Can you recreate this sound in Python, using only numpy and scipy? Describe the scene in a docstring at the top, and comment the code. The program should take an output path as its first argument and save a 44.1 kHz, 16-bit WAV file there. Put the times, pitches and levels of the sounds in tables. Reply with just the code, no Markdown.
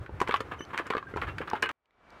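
"""Two shod draught horses walk past on a paved road, pulling a cart: footfalls are clusters of hollow hoof
knocks (decaying sine modes), low thuds, and shoe clacks and gritty scuffs (filtered noise and grains).
Struck or sliding steel rings, harness chains tick as noise clicks, and a gliding harmonic tone squeaks.
Tyres roll and a breeze brushes the microphone, both coloured noise. The road scene stops dead,
and the faint hiss of a wood fades in with a thin whine and small ticks."""
import sys
import numpy as np
from scipy import signal
from scipy.fft import rfft, irfft, next_fast_len
from scipy.io import wavfile
from scipy.ndimage import map_coordinates

SR = 44100
rng = np.random.default_rng(int(sys.argv[2]) if len(sys.argv) > 2 else 0)


def waveform_to_disk(signal):
    """Save audio, clipped to [-1, 1], as 16-bit WAV at the path in sys.argv[1]."""
    frames = np.transpose(np.atleast_2d(signal))
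    scaled = np.clip(frames, -1, 1) * 32767
    samples = np.round(scaled).astype(np.int16)
    wavfile.write(sys.argv[1], SR, samples)


N = 97020
TIME = np.arange(N) / SR  # the whole scene (s)
LOCAL = np.arange(SR // 4) / SR  # one hit (s)

# Hoof contacts: start_s, clop_db, clop_hz, clack_db
HOOF_STRIKES = [(.0625, -46, 1490, -50.5), (.0929, -47, 887, -64.5), (.2025, -33.5, 1030, -36.5),
                (.215, -22, 1044, -34.5), (.2753, -38, 1450, -34.5), (.2925, -31.5, 1010, -36),
                (.3103, -30, 1245, -30.5), (.323, -37, 1200, -39), (.3411, -21.5, 1094, -27.5),
                (.3608, -34, 1303, -32.5), (.4047, -29.5, 1223, -37), (0.607, -40, 1170, -47.5),
                (.777, -34.5, 1550, -31), (.7875, -40, 1700, -43.5), (.902, -40, 990, -36),
                (.9056, -27.5, 1036, -30.5), (.925, -34, 1340, -45), (.936, -31, 1096, -43),
                (.9505, -29.5, 1127, -43), (.968, -33.5, 1175, -39), (.98, -35, 1144, -38.5),
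                (1.027, -39.5, 1093, -56), (1.139, -41.5, 1400, -50.5), (1.161, -36, 963, -44),
                (1.172, -37, 874, -42), (1.216, -38, 1585, -36.5), (1.383, -39.5, 1590, -36),
                (1.415, -41, 1420, -53), (1.513, -35, 1034, -48.5), (1.533, -25.5, 889, -39.5),
                (1.6268, -22.5, 1577, -29.5), (1.659, -37.5, 1644, -34.5), (1.691, -37, 1570, -34)]
# Modes of the hollow hoof: ratio to clop_hz, level_db
HOOF_MODES = [(.78, -11.5), (0.999, 1.5), (1.17, -24), (1.46, -7.5)]
# Spectrum of the shoe clack: frequency_hz, level_db
CLACK_SPECTRUM = [(500, -18.5), (1500, 6.5), (2500, -0.5), (4300, -13.5), (5600, -31)]
# Spectrum of fine grit and bright snaps: frequency_hz, level_db
GRIT_SPECTRUM = [(2500, -11), (5800, -5), (9000, -12), (16000, -30)]
# A hoof takes the horse's weight: start_s, level_db, pitch_hz
WEIGHT_THUDS = [(0.0932, -42, 380), (0.214, -26, 386), (0.2919, -27.5, 433), (.406, -33, 450),
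                (.606, -37, 324), (.799, -34, 490), (.904, -29.5, 414), (0.9503, -30.5, 482),
                (.968, -33.5, 394), (1.138, -37.5, 400), (1.1611, -32, 379), (1.222, -38, 460),
                (1.405, -33, 425), (1.533, -32.5, 388)]
# Bright, gritty snaps of shoe contacts: start_s, level_db
BRIGHT_SNAPS = [(.2025, -47), (.215, -46), (.284, -53.5), (.368, -57), (0.407, -51.5), (0.776, -47),
                (0.7894, -56), (.868, -54.5), (.902, -55), (1.167, -59), (1.384, -59.5), (1.6241, -39.5),
                (1.69, -54)]
# A shoe drags over the road: start_s, length_s, level_db
SHOE_SCUFFS = [(0.26, 0.026, -42), (.283, 0.0033, -34), (.329, .004, -36.5), (0.512, .018, -35.5),
               (.703, 0.0072, -43), (.729, 0.023, -35), (0.781, 0.023, -34), (0.853, 0.016, -41.5),
               (1.169, 0.0075, -34.5), (1.213, 0.023, -33), (1.27, 0.018, -37.5), (1.407, 0.01, -35),
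               (1.472, 0.011, -36.5), (1.543, .018, -36.5), (1.624, .012, -28), (1.687, 0.053, -38)]
# Spectrum of the scuff's rasp: frequency_hz, level_db
SCUFF_SPECTRUM = [(150, -11), (420, -6), (680, -11), (1150, 1), (1600, -3.5), (2100, -9.5), (3200, -17),
                  (5500, -40.5)]
# Modes of the ringing steel shoe: frequency_hz, level_db, t60_s
SHOE_MODES = [(441.4, -2.5, 0.16), (1592, -6, .08), (2520, -4.5, 0.096), (2910, -2, 0.096)]
# A sliding shoe sings briefly on one note: start_s, level_db, pitch_hz
SHOE_PINGS = [(1.068, -37.5, 1590), (1.289, -42, 2736), (1.659, -28, 1557)]
# Sharper ticks of the chain links: start_s, level_db, pitch_hz
CHAIN_TICKS = [(.651, -58.5, 4220), (1.5, -47, 3900)]
# Spectrum of any small tick: ratio to pitch_hz, level_db
TICK_SPECTRUM = [(.5, -17), (1, 8), (1.6, -4), (3.5, -22.5)]
# Path of the harness squeak: time_s, pitch_hz, level_db
SQUEAK_PATH = [(0.586, 3120, -66), (.596, 2984, -46.5), (0.608, 2894, -64), (.62, 3030, -45.5),
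               (.643, 3017, -53)]
# Harmonics of the squeak, from the fundamental up: level_db
SQUEAK_HARMONICS = [-1.5, -6.5, -25, -29]
# Spectrum of the rolling tyres: frequency_hz, level_db
TYRE_SPECTRUM = [(380, 2), (680, -5), (1400, -5), (2500, -16.5), (5000, -31.5), (15000, -45)]
# Swell of the breeze: time_s, level_db
BREEZE_LEVEL = [(0, -33.5), (.07, -58.5), (.138, -37.5), (.19, -49.5), (.54, -52.5), (.72, -57),
                (1.04, -57.5), (1.25, -39.5), (1.38, -44), (1.47, -56.5)]
# Spectrum of the breeze on the microphone: frequency_hz, level_db
RUMBLE_SPECTRUM = [(22, -19), (60, 9.5), (100, 11), (170, 1.5), (400, -51)]
# Spectrum of the hiss of leaves: frequency_hz, level_db
WOOD_SPECTRUM = [(25, -4), (58, 9), (130, -1), (1200, 3), (3500, -14.5), (15000, -45)]
# Fade-in of the wood: time_s, level_db
WOOD_FADE = [(1.8, -87), (1.93, -73), (2.13, -53.5)]
# Small ticks in the wood: start_s, level_db, pitch_hz
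WOOD_TICKS = [(1.857, -76, 2390), (1.908, -71.5, 1795), (2.104, -64.5, 4530)]

# Decay times (s to fall 60 dB) and rise times (s)
CLOP_T60, THUD_T60, CLACK_T60, SNAP_T60 = 0.019, 0.016, 0.025, 0.021
CLOP_RISE_S, THUD_RISE_S, CLACK_RISE_S = 0.001, 0.0019, 0.00023
BITE_T60, BITE_GAIN = 0.0032, 1.8  # first bite of steel on the road, over the clack (linear gain)
CLACK_GRIT_DB, SCUFF_GRIT_DB = -28.5, -38  # fine grit, relative to the clack and to the rasp
SPRAY_PER_S = 6000  # bright grains of a clack or a snap
SCUFF_RISE_S, SCUFF_T60, RASP_PER_S = 0.0027, 0.1, 3200
SCUFF_GRIT_PER_S, SCUFF_GRIT_T60 = 1500, 0.03  # sharp grains under the shoe
FLUTTER_PER_S, SLIP_DB = 300, 2.5  # knots of fast unsteadiness; depth of the stick and slip
RING_S, RING_DB, PING_T60 = 1.626, -24, 0.13
JINGLES_PER_S, JINGLE_DB, JINGLE_HZ = 26, -74.5, 3300  # light chain ticks; mean-power level
TYRES_DB = -50.5
WHINE_HZ, WHINE_DB = 2300, -11  # thin steady tone, relative to the hiss
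ECHO_DB, ECHO_RISE_S = -7.5, 0.0016  # scatter from road, horses and cart
ECHO_BAND_T60, ECHO_REST_T60 = 0.1, 0.076  # band round 2.5 kHz; all else
CUT_S = 1.7155  # the road stops dead
BLOW_S = 0.008  # span that sets the level of a hit
TOP_HZ = 15900  # middle of the upper band limit


def amp(db):
    """Decibels to gain."""
    return 10 ** (np.asarray(db) / 20)


def unit(x):
    """Scale to rms 1."""
    return x / np.sqrt(np.mean(x ** 2) + 1e-20)


def blow(x):
    """Scale a hit to rms 1 over its first moments."""
    return x / np.sqrt(np.mean(x[:int(BLOW_S * SR)] ** 2) + 1e-20)


def colour(x, points):
    """Filter by (Hz, dB) points on a log axis; beyond both ends the gain falls in step with frequency."""
    hz, db = np.transpose(points)
    size = next_fast_len(len(x) + 8192)
    f = np.fft.rfftfreq(size, 1 / SR) + 1  # the offset keeps the log finite
    skirts = np.minimum(1, hz[-1] / f) * np.minimum(1, f / hz[0])
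    gain = skirts * amp(np.interp(np.log(f), np.log(hz), db))
    return irfft(rfft(x, size) * gain, size)[:len(x)]


def noise(points, size):
    """Coloured noise of rms 1."""
    return unit(colour(rng.standard_normal(size), points))


def grains(points, rate):
    """Tiny impacts of uneven size, on average rate a second, rms 1."""
    hits = rng.random(len(LOCAL)) < rate / SR
    return unit(colour(hits * rng.standard_normal(len(LOCAL)), points))


def wobble(rate):
    """A smooth random curve, rate knots a second."""
    return map_coordinates(rng.standard_normal(int(N * rate / SR) + 4), [TIME * rate])


def decay(t60, rise_s):
    """Quick rise, exponential fall."""
    return np.exp(-np.log(1000) * LOCAL / t60) * (1 - np.exp(-LOCAL / rise_s))


def stroke(length, t60):
    """Rise, hold for length, release."""
    release = np.exp(-np.log(1000) * np.maximum(LOCAL - length, 0) / t60)
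    return (1 - np.exp(-LOCAL / SCUFF_RISE_S)) * release


def tone(hz):
    """A sine as long as one hit."""
    return np.sin(2 * np.pi * hz * LOCAL)


def add(track, s, x):
    """Mix x into the track at time s."""
    i = max(round(s * SR), 0)
    track[i:i + len(x)] += x[:N - i]


def outdoors(x):
    """A short diffuse echo, drawn afresh on each call; a band round 2.5 kHz outlasts the rest."""
    white = rng.standard_normal(len(LOCAL))
    band = colour(white, [(2500, 7.0), (6000, -19.5)])
    rest = white - band
    tail = band * decay(ECHO_BAND_T60, ECHO_RISE_S) + rest * decay(ECHO_REST_T60, ECHO_RISE_S)
    tail = tail / np.linalg.norm(tail)
    return x + amp(ECHO_DB) * signal.fftconvolve(x, tail)[:len(x)]


def hoof_knock(clop_hz):
    """The hollow hoof rings in a few short modes, slightly different at each contact."""
    modes = np.zeros(len(LOCAL))
    for ratio, db in HOOF_MODES:
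        gain = rng.choice([-1, 1]) * amp(db + rng.normal(0, 2))
        modes += gain * tone(clop_hz * ratio * (1 + rng.normal(0, 0.018)))
    return blow(modes * decay(CLOP_T60, CLOP_RISE_S))


def shoe_clack():
    """Steel clacks on the road as a noise burst with a sharp first bite and a snap of grit."""
    bite = decay(CLACK_T60, CLACK_RISE_S) + BITE_GAIN * decay(BITE_T60, CLACK_RISE_S)
    steel = blow(noise(CLACK_SPECTRUM, len(LOCAL)) * bite)
    grit = blow(grains(GRIT_SPECTRUM, SPRAY_PER_S) * bite)
    return steel + amp(CLACK_GRIT_DB) * grit


def hooves():
    """Each contact excites the hollow hoof and the steel shoe together."""
    out = np.zeros(N)
    for s, clop_db, clop_hz, clack_db in HOOF_STRIKES:
        contact = amp(clop_db) * hoof_knock(clop_hz) + amp(clack_db) * shoe_clack()
        add(out, s, outdoors(contact))
    return out


def thuds():
    """The weight comes down: a few low cycles, with a weaker mode below."""
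    out = np.zeros(N)
    for s, db, hz in WEIGHT_THUDS:
        modes = tone(hz) + amp(-7) * tone(0.69 * hz)
        add(out, s, outdoors(amp(db) * blow(modes * decay(THUD_T60, THUD_RISE_S))))
    return out


def bright_snaps():
    """A short spray of bright grains."""
    out = np.zeros(N)
    for s, db in BRIGHT_SNAPS:
        spray = grains(GRIT_SPECTRUM, SPRAY_PER_S) * decay(SNAP_T60, CLACK_RISE_S)
        add(out, s, outdoors(amp(db) * blow(spray)))
    return out


def scuffs():
    """The shoe sticks and slips: the rough road rattles in clumps, each scuff at its own pitch."""
    out = np.zeros(N)
    for s, length, db in SHOE_SCUFFS:
        pitch = np.exp(rng.normal(0, 0.06))
        slips = unit(amp(SLIP_DB * wobble(FLUTTER_PER_S)[:len(LOCAL)]))
        envelope = stroke(length, SCUFF_T60)
        spectrum = [(hz * pitch, level) for hz, level in SCUFF_SPECTRUM]
        rasp = grains(spectrum, RASP_PER_S) * envelope
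        grit = grains(GRIT_SPECTRUM, SCUFF_GRIT_PER_S) * stroke(length, SCUFF_GRIT_T60)
        scrape = slips * (rasp + amp(SCUFF_GRIT_DB) * grit)
        # give every scrape the energy of its envelope
        scrape *= np.linalg.norm(envelope) / np.linalg.norm(scrape)
        add(out, s, outdoors(amp(db) * scrape))
    return out


def ring(hz, t60):
    """A steel mode, its phase shaken by the rubbing road."""
    shake = 0.5 * wobble(FLUTTER_PER_S)[:len(LOCAL)]  # (rad)
    return np.sin(2 * np.pi * hz * LOCAL + shake) * decay(t60, THUD_RISE_S)


def shoe_ring():
    """Steel rings in several modes after one hard landing and sings on single notes as it slides."""
    out = np.zeros(N)
    chord = sum(amp(db) * ring(hz, t60) for hz, db, t60 in SHOE_MODES)
    add(out, RING_S, outdoors(amp(RING_DB) * chord))
    for s, db, hz in SHOE_PINGS:
        add(out, s, amp(db) * ring(hz, PING_T60))
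    return out


def ticks(rows, t60):
    """Small dry clicks: decaying noise, each around its own pitch."""
    out = np.zeros(N)
    for s, db, hz in rows:
        spectrum = [(hz * ratio, level) for ratio, level in TICK_SPECTRUM]
        click = noise(spectrum, len(LOCAL)) * decay(t60, CLACK_RISE_S)
        add(out, s, amp(db) * blow(click))
    return out


def chains():
    """The trace chains tick lightly all along, now and then more sharply."""
    draws = rng.random((int(JINGLES_PER_S * CUT_S), 2))
    small = []
    for when, size in draws:
        level_db = JINGLE_DB + 10 * np.log10(-np.log(size))  # exponential spread of power
        small.append((CUT_S * when, level_db, JINGLE_HZ))
    return ticks(CHAIN_TICKS + small, t60=0.01)


def squeak():
    """Metal rubs on metal in the harness: a short, unsteady whistle with overtones."""
    s, hz, db = np.transpose(SQUEAK_PATH)
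    pitch = np.interp(TIME, s, hz) * (1 + 0.0044 * wobble(200))
    phase = 2 * np.pi * np.cumsum(pitch) / SR
    level = np.interp(TIME, s, amp(db), left=0, right=0) * amp(2 * wobble(FLUTTER_PER_S))
    return level * sum(amp(d) * np.sin(k * phase) for k, d in enumerate(SQUEAK_HARMONICS, 1))


def tyres():
    """Tyres roll on without a break: coloured noise with a wavering level."""
    return amp(TYRES_DB + 2.7 * wobble(30.7)) * noise(TYRE_SPECTRUM, N)


def breeze():
    """Gusts rumble on the microphone: low noise that swells and sinks."""
    return amp(np.interp(TIME, *np.transpose(BREEZE_LEVEL))) * noise(RUMBLE_SPECTRUM, N)


def wood():
    """Faint noise hiss of leaves and a thin sine whine fade in, with a few small ticks."""
    whine = amp(WHINE_DB) * np.sin(2 * np.pi * WHINE_HZ * TIME)
    fade = amp(np.interp(TIME, *np.transpose(WOOD_FADE)))
    return fade * (noise(WOOD_SPECTRUM, N) + whine) + ticks(WOOD_TICKS, t60=0.011)


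def scene():
    """The road until the cut, then the wood."""
    horses = hooves() + thuds() + bright_snaps() + scuffs() + shoe_ring()
    harness = chains() + outdoors(squeak())
    road = horses + harness + tyres() + breeze()
    return (road * (TIME < CUT_S) + wood())[None]


def record(dry):
    """Limit the band: the treble slopes to nothing over 600 Hz around the top frequency."""
    size = next_fast_len(N + SR // 2)
    keep = np.clip((TOP_HZ - np.fft.rfftfreq(size, 1 / SR)) / 600 + 0.5, 0, 1)
    return irfft(rfft(dry, size) * keep, size)[:, :N]


dry = scene()
out = record(dry)
waveform_to_disk(out)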